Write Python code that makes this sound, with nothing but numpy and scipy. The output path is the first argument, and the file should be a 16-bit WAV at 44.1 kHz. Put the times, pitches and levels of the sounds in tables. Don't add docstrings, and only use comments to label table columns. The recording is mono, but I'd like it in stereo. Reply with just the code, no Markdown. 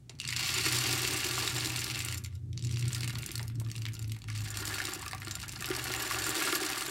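import sys
import numpy as np
from scipy import signal
from scipy.fft import rfft, irfft
from scipy.io import wavfile
from scipy.ndimage import uniform_filter1d

SR = 44100
rng = np.random.default_rng(int(sys.argv[2]) if len(sys.argv) > 2 else 0)


def generate_wav(sig):
    pcm = np.round(np.clip(np.atleast_2d(sig).T, -1, 1) * 32767).astype(np.int16)
    wavfile.write(sys.argv[1], SR, pcm)


N = 304290
TIME = np.arange(N) / SR

# pitch_hz, level_db per Hz
TRAFFIC_COLOUR = [(20, -46), (40, -25), (70, -8), (100, 0), (140, 5.5), (180, -5.5), (270, -9),
                  (380, -16.5), (550, -32.5), (1200, -63)]
# time_s, level_db
TRAFFIC_LEVEL = [(0, -57.5), (.3, -50.5), (.55, -51.5), (1.05, -50), (1.25, -52.5), (2.1, -49.5),
                 (2.35, -57.5), (2.62, -44.5), (3.15, -45), (3.33, -51), (3.64, -46.5), (3.85, -50.5),
                 (4.6, -53.5), (4.9, -55), (5.3, -52.5), (6.2, -55.5), (6.9, -59)]
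# pitch_hz, level_db per Hz
DEEP_COLOUR = [(20, -48), (38, -27), (51, -8), (62, -9), (100, -21), (300, -70.5)]
# pitch_hz, level_db per Hz
AIR_COLOUR = [(100, 2), (500, 2), (1000, -6), (3000, -10.5), (8000, -9.5), (16000, -22)]
# rate_hz, level_db
SURGES = [(1.5, -30), (4, 0), (12, 0), (40, -40), (100, -90)]
# time_s, turns_per_s
ENGINE_SPEED = [(0, 30.3), (1, 30.5), (1.7, 30.2), (2.2, 29.5), (2.5, 30.2), (3, 29.9), (3.4, 29),
                (3.75, 28.1), (4.05, 27.5), (4.4, 26.5), (4.8, 25.8), (5.3, 25.3), (5.85, 24), (6.3, 22.6),
                (6.9, 22.2)]
# time_s, level_db
DRONE_LEVEL = [(0, -57), (.15, -58), (.3, -41), (.53, -48.5), (.77, -36), (1.2, -42.5), (1.72, -40),
               (2.35, -46), (2.77, -32), (3.15, -39), (3.6, -35.5), (4.4, -37.5), (4.95, -52.5),
               (5.27, -43), (5.6, -46), (6.28, -47), (6.4, -63.5), (6.9, -63)]
# time_s, level_db
THIRD_ORDER_LEVEL = [(0, -68), (.35, -48.5), (1.9, -48.5), (2.25, -39.5), (2.7, -41), (3.15, -48),
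                     (3.42, -44), (3.8, -60), (4.05, -45), (4.3, -65), (4.55, -53.5), (6.3, -53),
                     (6.5, -76), (6.9, -78)]
# time_s, level_db
SECOND_ORDER_LEVEL = [(0, -70), (2.8, -68), (3.1, -55), (3.55, -63), (3.9, -59), (4.6, -52), (5, -66),
                      (5.4, -58), (6, -70)]
# centre_s, change_db
DRONE_DIPS = [(1.0, -0.5), (1.21, -6), (1.46, -3), (1.87, -6), (2.33, -3.5), (3.29, -23), (3.5, -6),
              (3.75, -8.5), (3.95, -7.5), (4.21, -12), (4.93, -6), (6.05, -16)]
# pitch_hz, level_db
ROOM_BOOM = [(88, -41), (102, 1), (120, 1.5), (130, -16), (148, -32.5), (180, -39), (215, -24.5),
             (310, -28), (420, -22.5)]
# start_s, level_db, die_away_s (time to fall 60 dB)
CLATTER_EVENTS = [(0.096, -56.5, 0.36), (3.396, -44, 0.21), (3.609, -47.5, 0.18), (3.879, -69, 0.44)]
# pitch_hz, level_db per Hz
CLATTER_COLOUR = [(180, -32), (330, 7), (500, -9.5), (800, -3), (1400, -11), (2200, -12), (4000, -40)]
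# start_s, strength_db, pitch_hz, knock_db (added to the strength)
THUD_EVENTS = [(0.663, -36, 408, 8), (0.935, -31, 370, -1), (1.043, -31, 375, -2), (1.257, -32, 353, -9),
               (1.659, -30, 314, -5), (3.293, -37, 344, -6), (4.886, -35, 345, -18),
               (4.962, -34.5, 349, -7), (5.272, -37, 338, 2), (5.704, -21, 364, -13),
               (5.903, -28.5, 368, 9), (6.364, -30, 352, -5), (6.528, -24.5, 362, -2),
               (6.568, -36, 358, -8), (6.617, -25, 370, -9), (6.882, -32, 377, -2)]
# start_s, strength_db
TAP_EVENTS = [(2.145, -20), (2.174, -26), (2.246, -27.5), (2.352, -42), (3.951, -30), (3.9932, -26),
              (4.0238, -37), (5.3537, -17)]
# start_s, level_db (first 5 ms), pitch_hz, hardness_db (treble against the rest)
HARD_PELLETS = [(0.0953, -42, 4570, -6), (0.2007, -32, 2170, -3), (0.2153, -39, 3980, -4),
                (0.2415, -41, 2280, -15), (0.2513, -37, 3980, -5), (0.2765, -33, 6440, -1),
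                (0.2884, -30.5, 4340, -8), (0.3057, -34, 4500, -1), (0.3258, -29.5, 2200, -13),
                (0.364, -29.5, 4530, -7), (0.4103, -36, 2590, -14), (0.492, -30.5, 3500, -18),
                (0.585, -31, 3500, -17), (0.662, -28, 1970, -6), (0.724, -31.5, 4500, 5),
                (0.756, -35, 7200, 6), (0.786, -32, 7100, 11), (0.811, -42, 3600, -13),
                (0.928, -30, 7200, 4), (1.05, -29.5, 2710, -10), (1.076, -31, 3800, 0),
                (1.175, -35.5, 7200, 5), (1.246, -32, 4940, -6), (1.379, -31.5, 1400, -12),
                (1.4761, -27.5, 2800, -11), (1.6073, -33, 4340, -22), (1.6585, -30.5, 5150, -3),
                (1.761, -30.5, 3550, -5), (1.7917, -33.5, 5860, 2), (1.8176, -34, 2600, -8),
                (1.843, -32.5, 4530, 2), (1.9008, -34, 4530, -18), (1.947, -35, 3660, -17),
                (1.9572, -34, 3820, -11), (1.9766, -39, 2590, -5), (1.9906, -37, 4530, 5),
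                (2.0042, -33.5, 4000, -14), (2.021, -39, 3660, 2), (2.049, -32.5, 7580, 18),
                (2.0854, -33.5, 2780, -4), (2.1251, -34.5, 2620, -3), (2.178, -39, 6120, 7),
                (2.2388, -44, 8260, 7), (2.2479, -41, 4530, -2), (2.2605, -42.5, 2840, -2),
                (2.5302, -49.5, 4970, -7), (2.5764, -39, 5300, -15), (2.5933, -47, 4940, -9),
                (2.6246, -43.0, 6390, -1), (2.639, -45, 5380, -3), (2.6484, -39, 5380, 1),
                (2.6703, -42, 4530, 2), (2.693, -45, 2850, -4), (2.7121, -41.5, 4530, 0),
                (2.725, -43, 7260, 2), (2.741, -42, 4340, -6), (2.76, -42, 4340, -10),
                (2.771, -38, 2190, -15), (2.7937, -39.5, 6390, 8), (2.8098, -44, 4500, -2),
                (2.8263, -38.5, 3210, -11), (2.8809, -36.5, 6960, 10), (2.9308, -33.5, 7260, 4),
                (2.948, -34, 4300, -3), (2.957, -39, 1950, 3), (2.965, -41, 1900, -4), (2.98, -48, 3600, 3),
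                (3.007, -35.5, 4340, -3), (3.0324, -36, 2830, -9), (3.044, -36.5, 2490, -3),
                (3.0772, -35.5, 2590, 2), (3.0964, -38.5, 1920, -7), (3.104, -39, 2950, -9),
                (3.1554, -36.5, 2370, -34), (3.1855, -39.5, 5610, 1), (3.232, -39.5, 2270, -17),
                (3.24, -45, 4160, 3), (3.2621, -34.5, 7580, 5), (3.2897, -42.0, 2710, -26),
                (3.3077, -41, 2710, -16), (3.3158, -38.5, 4730, 7), (3.3551, -33, 5430, -1),
                (3.3787, -37.5, 4730, -1), (3.395, -38, 2450, -19), (3.4293, -41.5, 6670, 0),
                (3.48, -43.5, 7910, 2), (3.4995, -51.5, 2300, -15), (3.5556, -52.5, 4940, -3),
                (3.599, -42.5, 7260, 5), (3.6485, -51.5, 5110, -9), (3.664, -50.5, 1840, -19),
                (3.701, -45, 5860, -8), (3.7154, -39.5, 6160, -6), (3.754, -42.5, 3660, -15),
                (3.7627, -42, 4530, -1), (3.78, -43.5, 3630, -7), (3.82, -42, 5610, -10),
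                (3.854, -36, 2870, -14), (3.8645, -38, 2510, -20), (3.8865, -44, 2380, -28),
                (3.9342, -48, 7580, 5), (3.941, -46, 7260, -2), (3.952, -48, 5150, -10),
                (3.9674, -49, 3980, -17), (4.026, -45.5, 4530, 5), (4.044, -47, 4580, -16),
                (4.0784, -52, 5100, 5), (4.096, -48, 4940, -8), (4.1192, -40, 4560, -3),
                (4.147, -51, 3210, -11), (4.1646, -48.5, 1720, -8), (4.2192, -47.5, 4160, -10),
                (4.2412, -47, 1840, -5), (4.2846, -40.5, 1750, -10), (4.301, -37.5, 1880, -2),
                (4.3267, -47, 1900, 0), (4.351, -43.5, 1950, 3), (4.377, -41, 4530, 5),
                (4.4838, -42, 4340, -5), (4.5445, -43, 3400, -13), (4.555, -44, 3900, -6),
                (4.5724, -34.5, 4500, 2), (4.678, -36, 4300, 8), (4.7837, -36, 2710, -8),
                (4.802, -30, 1580, -23), (4.8532, -32.5, 5380, 0), (4.8704, -36, 5190, -12),
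                (4.9354, -34, 7260, 7), (5.0264, -41, 1200, -23), (5.062, -36.5, 1680, -9),
                (5.0801, -37, 4940, 0), (5.1117, -43, 1620, -10), (5.1321, -34, 1340, -15),
                (5.148, -39, 1390, -3), (5.219, -39.5, 1610, -13), (5.272, -39, 1490, -19),
                (5.2816, -40, 3800, -6), (5.311, -34.0, 5500, -7), (5.4004, -41.5, 4940, -3),
                (5.42, -46, 4950, -15), (5.429, -40.5, 7580, -9), (5.4367, -41, 1740, -16),
                (5.482, -41.5, 7580, 3), (5.493, -38, 5380, -4), (5.524, -42, 7240, 1),
                (5.535, -45, 1760, -3), (5.5598, -40, 4940, -16), (5.6234, -34.5, 1690, -4),
                (5.6442, -35.5, 2710, -29), (5.6663, -40, 4530, -19), (5.7139, -33.5, 1250, -29),
                (5.7507, -34.5, 2950, -4), (5.8698, -36, 1818, -13), (5.9385, -31.5, 1350, -4),
                (6.111, -30.5, 1590, -8), (6.2926, -30.5, 9000, 10), (6.422, -29, 1820, -11),
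                (6.5254, -27.5, 1150, -6), (6.554, -30.5, 6030, 11), (6.701, -33.5, 1620, 4),
                (6.809, -33.5, 4530, -2), (6.8189, -37, 1190, -16)]
# pitch_hz, level_db per Hz
CLICK_COLOUR = [(350, -28), (600, -22.5), (790, -18), (957, -10), (1160, -10), (1550, -14), (2150, -3.5),
                (3430, -7.5), (4520, -6.5), (6750, -10), (7310, -8.5), (9760, -10.5), (11700, -10.5),
                (14400, -15.5), (15100, -11), (15750, -14)]
# pitch_hz, level_db per Hz
KNOCK_COLOUR = [(300, -38), (600, -3.5), (850, -5.5), (1200, -7), (1800, -1.5), (2400, -11), (3500, -2.5),
                (6000, -34)]
# pitch_hz, width_hz, level_db
WALL_MODES = [(1406, 16, -5), (2770, 160, 5), (3760, 60, -2.5), (4640, 90, 2), (5350, 70, 2),
              (5870, 110, 3), (8150, 240, 4), (9010, 70, 3.5), (10230, 70, 3.5), (4400, 100, 3.5),
              (7112, 60, 9.5), (7375, 55, 5.5), (11420, 150, 5), (12100, 110, -1), (13660, 150, 0)]
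# pitch_hz, width_hz, level_db
BOTTOM_MODES = [(766, 26, 8), (1161, 49, 12.5), (1415, 46, 10.5), (1690, 50, 8.5), (1816, 100, 7.5),
                (2150, 80, 0)]
# pitch_hz, width_hz, level_db
TANK_MODES = [(316, 26, 1.5), (367, 32, 4.5), (560, 240, -14.5), (792, 45, -8.5)]
# pitch_hz, left_minus_right_db
SIDE_LEAN = [(60, -12), (110, -16), (200, -21), (380, 18), (700, -4.5), (1290, -5), (2380, 3), (4400, 2),
             (8120, 6.5), (15000, 5.5)]
# time_s, level_db
GOES = [
    [(.17, -57.5), (.27, -45), (.4, -33.5), (.72, -31.5), (1.17, -35), (1.5, -35.5), (1.98, -41.5),
     (2.15, -44.5), (2.22, -60.5), (2.36, -65)],
    [(2.58, -61), (2.74, -51), (2.85, -47.5), (2.97, -45), (3.12, -50), (3.36, -53), (3.52, -71),
     (3.65, -63), (3.85, -60), (4.03, -62.5), (4.22, -67)],
    [(4.31, -48), (4.45, -46.5), (4.72, -40), (4.95, -45), (5.17, -55), (5.3, -50), (5.54, -51),
     (5.68, -42.5), (6.1, -38.5), (6.47, -35.5), (6.9, -41)],
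]
# bottom_knock_db, tank_boom_db, treble_db, spread_s (from heap to glass)
GO_LANDINGS = [(-10.5, -9.5, -3.5, 0.2), (-3.5, 2, 0, 0.35), (-2.5, -6.5, -0.5, 0.083)]
# pitch_hz, die_away_s (time to fall 60 dB)
ROOM_DECAY = [(300, 0.32), (1500, 0.33), (5000, 0.13), (14000, 0.14)]

USUAL_DB, USUAL_PER_S, STRAY_PER_S, THICKENING, CUSHIONING = -39, 700, 110, 1.35, -0.06
HEAP_KNOCK_DB, HEAP_BOOM_DB, HEAP_TREBLE_DB = -15, -47.5, -11.5


def gain_of(db):
    return 10 ** (np.asarray(db) / 20)


def evened(x):
    return x / np.sqrt(np.mean(x ** 2) + 1e-20)


def read(points, hz):
    f, value = np.transpose(points)
    return np.interp(np.log(hz + 1), np.log(f + 1), value)


def curve(rows):
    s, value = np.transpose(rows)
    return np.interp(TIME, s, value)


def add(mix, s, sound):
    part = mix[:, max(round(s * SR), 0):][:, :sound.shape[1]]
    part += sound[:, :part.shape[1]]


def through(x, response):
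    x = np.atleast_2d(x)
    stereo = np.broadcast_to(x, (2, x.shape[1]))
    return signal.oaconvolve(stereo, response, axes=1)[:, :x.shape[1]]


def noise(points):
    spectrum = rfft(rng.standard_normal(N))
    shape = gain_of(read(points, np.fft.rfftfreq(N, 1 / SR)))
    return evened(irfft(spectrum * shape, N))


def treble_of(x, corner_hz=6400):
    high_pass = signal.butter(3, corner_hz, "high", fs=SR, output="sos")
    return signal.sosfiltfilt(high_pass, x, padtype="constant")


def brightened(x, treble_db):
    return x + (gain_of(treble_db) - 1) * treble_of(x)


def punch(click, size):
    return click / np.sqrt(np.mean(click.mean(0)[:size] ** 2) + 1e-20)


def colour(points, size=4096):
    hz = abs(np.fft.fftfreq(size, 1 / SR))
    lean_db = np.array([[.5], [-.5]]) * read(SIDE_LEAN, hz)
    log_gain = np.log(gain_of(read(points, hz) + lean_db))
    minimum_phase = np.exp(np.conj(signal.hilbert(log_gain)))
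    return np.fft.ifft(minimum_phase).real


def ringing(modes, size=2048):
    t, sines = np.arange(size) / SR, []
    for hz, width, db in modes:
        decay = 2 * np.pi * width / SR * np.exp(-np.pi * width * t)
        phase = rng.uniform(-1.04, 1, (2, 1))
        sines.append(gain_of(db) * decay * np.cos(2 * np.pi * hz * t + phase))
    return np.array(sines)


def impact(hz, sharpness, scatter_db=-1, scatter_s=0.0036, direct_left=0.18, shared=0.4, size=1024):
    f, t = np.fft.rfftfreq(size, 1 / SR) + 1, np.arange(size) / SR
    lag_s = max(rng.normal(0.0002, .00005), 0)
    walls = rng.standard_normal((3, size)) * np.exp(-t / scatter_s)
    walls = rfft(walls * gain_of(scatter_db) / np.linalg.norm(walls[0]))
    walls = np.sqrt(shared) * walls[2] + np.sqrt(1 - shared) * walls[:2]
    left = (direct_left + 0.88 * walls[0]) * np.exp(-2j * np.pi * f * lag_s)
    right = 1 + 1.1 * walls[1]
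    resonance = 1 + 1j * sharpness * (f / hz - hz / f)
    return irfft(np.array([left, right]) / resonance)


def struck(click, body, modes):
    strengths = np.sqrt(3) * rng.uniform(-0.77, 1, len(modes))
    ring = np.tensordot(strengths, modes, 1) * np.array([[1.25], [.75]])
    return signal.fftconvolve(click, body + ring, axes=1)


def background(deep_db=-60.5, deep_follows=0.42, air_db=-69, width=0.24):
    drone_db = curve(DRONE_LEVEL)
    swell_db = drone_db - drone_db.mean()
    middle = noise(TRAFFIC_COLOUR) * np.array([[1.1], [.9]])
    sides = width * noise(TRAFFIC_COLOUR) * np.array([[1], [-1]])
    traffic = (middle + sides) * gain_of(2.2 * noise(SURGES))
    deep = gain_of(deep_db + deep_follows * swell_db) * noise(DEEP_COLOUR)
    air = gain_of(air_db) * np.array([noise(AIR_COLOUR), noise(AIR_COLOUR)])
    return gain_of(curve(TRAFFIC_LEVEL)) * traffic + deep + air


def engine(drone_db=-1.0, third_db=-2, dip_s=0.049, flutter=0.2, unsteady=0.011):
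    speed = curve(ENGINE_SPEED)
    dips_db = sum(db * np.exp(-((TIME - s) / dip_s) ** 2) for s, db in DRONE_DIPS)
    waver = [(1, -12), (5, 0), (11, -1), (25, -22), (80, -90)]
    angle = 2 * np.pi * np.cumsum(speed * (1 + unsteady * noise(waver))) / SR
    orders = np.zeros(N)
    for k in range(4, 13):
        orders += gain_of(read(ROOM_BOOM, k * speed)) * np.sin(k * angle + rng.uniform(0, 2 * np.pi))
    drone = gain_of(curve(DRONE_LEVEL) + dips_db + drone_db) * orders * (1 + flutter * noise(waver))
    third = gain_of(curve(THIRD_ORDER_LEVEL) + dips_db + third_db) * np.sin(3 * angle)
    third *= 1 + 2 * flutter * noise(waver)
    second = gain_of(curve(SECOND_ORDER_LEVEL)) * np.sin(2 * angle)
    return np.sqrt(2) * (drone + third + second) * np.array([[1.08], [.92]])


def clatters(knocks_per_s=900, size=16384):
    out, t, body = np.zeros((2, N)), np.arange(size) / SR, colour(CLATTER_COLOUR)
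    for s, db, t60 in CLATTER_EVENTS:
        knocks = rng.standard_normal((2, size)) * (rng.random(size) < knocks_per_s / SR)
        run = evened(through(knocks + knocks[::-1] / 2, body))
        add(out, s, run * gain_of(db - 60 * t / t60))
    return out


def thuds(ring_db=-1, t60=0.072, rise_s=0.0016, size=8192):
    out, t, body = np.zeros((2, N)), np.arange(size) / SR, colour(KNOCK_COLOUR, size=2048)
    for s, db, hz, knock_db in THUD_EVENTS:
        envelope = (1 - np.exp(-t / rise_s)) * gain_of(db + ring_db - 60 * t / t60)
        ring = np.sin(2 * np.pi * hz * t) * envelope
        add(out, s, ring * np.array([[1.4], [.6]]))
        knock = struck(impact(860, sharpness=0.43), body, ringing(BOTTOM_MODES))
        add(out, s, gain_of(db + knock_db) * knock / abs(knock).max())
    return out


def wall_taps(tick_db=-12):
    out, body = np.zeros((2, N)), colour(CLICK_COLOUR, size=4096)
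    lasting = [(hz, width, db - 20 * np.log10(width / WALL_MODES[0][1])) for hz, width, db in WALL_MODES]
    for s, db in TAP_EVENTS:
        ring = ringing(lasting, size=4096).sum(0)
        tap = ring / abs(ring.mean(0)).max()
        tick = through(body, impact(6000, sharpness=1))
        add(out, s, gain_of(db) * (tap + gain_of(tick_db) * tick / abs(tick).max()))
    return out


def hard_hits(wall_ring_db=-10, bottom_ring_db=-9, bounce_db=-21, hop_s=0.012, soft_db=-13, thin_db=-10, size=220):
    out, body = np.zeros((2, N)), colour(CLICK_COLOUR, size=2048)
    walls = gain_of(wall_ring_db) * ringing(WALL_MODES)
    bottom = gain_of(bottom_ring_db) * ringing(BOTTOM_MODES)
    shapes = np.exp(rng.uniform(-.6, .6, (len(HARD_PELLETS), 3)))
    for (s, db, hz, hard_db), (hop, narrow, scatter) in zip(HARD_PELLETS, shapes):
        snap = impact(hz, sharpness=narrow, scatter_db=.5, scatter_s=.0019 * scatter)
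        click = struck(snap, body, bottom if hz < 2000 else walls)
        treble = treble_of(click)
        click = punch(click - treble, size) + gain_of(hard_db) * punch(treble, size)
        click = gain_of(db) * punch(click, size)
        add(out, s, click)
        add(out, s + hop * hop_s, gain_of(bounce_db) * click)
    on_heap = sum(np.exp(-((TIME - go[0][0]) / landing[3]) ** 2) for go, landing in zip(GOES, GO_LANDINGS))
    top = treble_of(out, corner_hz=10100)
    low = out - treble_of(out, corner_hz=1610)
    return out + (gain_of(soft_db * on_heap) - 1) * top + (gain_of(thin_db * on_heap) - 1) * low


def shower(per_s, spread_db):
    falls = rng.random(N) < per_s / SR
    return falls * gain_of(spread_db * np.minimum(rng.exponential(1, N), 4))


def steadied(x, size=2600):
    power = uniform_filter1d(uniform_filter1d(x.mean(0) ** 2, size), size)
    return x / np.sqrt(abs(power) + 0.0083 * power.mean())


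def stream(per_s, low_hz, high_hz, tone, modes, ring_db, on_glass, sharpness, spread_db, count):
    kind, blows = rng.integers(0, count, N), shower(per_s, spread_db)
    body, panes, out = colour(tone, size=2048), gain_of(ring_db) * ringing(modes), np.zeros((2, N))
    rings = rng.random(count) < on_glass
    clicks = []
    for hz, touches in zip(np.geomspace(low_hz, high_hz, count), rings):
        clicks.append(struck(impact(hz, sharpness), body, touches * panes))
    for i in np.flatnonzero(blows):
        add(out, i / SR, blows[i] * clicks[kind[i]])
    return steadied(out)


def pellets(click_db=1, knock_db=-1, boom_db=-2.5, surge_db=0.47, boom_surge_db=2.0, weight=0.16, stop_s=0.042):
    flow, click, treble, knock, boom = np.zeros((5, N))
    for points, (bottom_db, tank_db, treble_db, spread_s) in zip(GOES, GO_LANDINGS):
        level_db = curve(points)
        start, end, heavy_db = points[0][0], points[-1][0], level_db - USUAL_DB
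        pouring = np.clip(1 + np.minimum(TIME - start, end - TIME) / stop_s, 0, 1)
        on_heap = np.exp(-np.maximum(TIME - start, 0) / spread_s)
        flow += pouring * USUAL_PER_S * gain_of(THICKENING * heavy_db)
        click += pouring * gain_of(level_db)
        treble += pouring * (treble_db + HEAP_TREBLE_DB * on_heap + CUSHIONING * heavy_db)
        knock += pouring * gain_of(level_db + bottom_db + HEAP_KNOCK_DB * on_heap)
        boom += pouring * gain_of(level_db + tank_db + HEAP_BOOM_DB * on_heap + weight * heavy_db)
    flow += STRAY_PER_S
    clicks = stream(flow, 1800, 10300, CLICK_COLOUR, WALL_MODES, ring_db=-5.0, on_glass=.45,
                    sharpness=0.91, spread_db=4.0, count=200)
    knocks = stream(1.1 * flow, 830, 3300, KNOCK_COLOUR, BOTTOM_MODES, ring_db=0.5, on_glass=.75,
                    sharpness=0.71, spread_db=5.5, count=80)
    booms = through(shower(0.41 * flow, spread_db=2.0), ringing(TANK_MODES, size=4096).sum(0))
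    booms = steadied(booms * np.array([[1.35], [.65]]))
    surges = noise(SURGES)
    rattle = gain_of(click_db) * click * brightened(clicks, treble) + gain_of(knock_db) * knock * knocks
    return gain_of(surge_db * surges) * rattle + gain_of(boom_db + boom_surge_db * surges) * boom * booms


def room(x, first_s=0.0043, size=22050):
    hz, t, z = signal.stft(rng.standard_normal((2, size)), SR, nperseg=256)
    tail = signal.istft(z * gain_of(-60 * t / read(ROOM_DECAY, hz)[:, None]), SR)[1]
    tail *= np.arange(tail.shape[1]) / SR > first_s
    return through(x, tail / np.linalg.norm(tail[0]))


def scene(room_db=-10):
    tank = thuds() + wall_taps() + hard_hits() + pellets()
    return background() + engine() + clatters() + tank + gain_of(room_db) * room(tank)


def record(dry, edge_hz=15900):
    low_pass = signal.firwin(401, edge_hz, window=("kaiser", 8), fs=SR)
    return signal.oaconvolve(dry, low_pass[None], "same")


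dry = scene()
out = record(dry)
generate_wav(out)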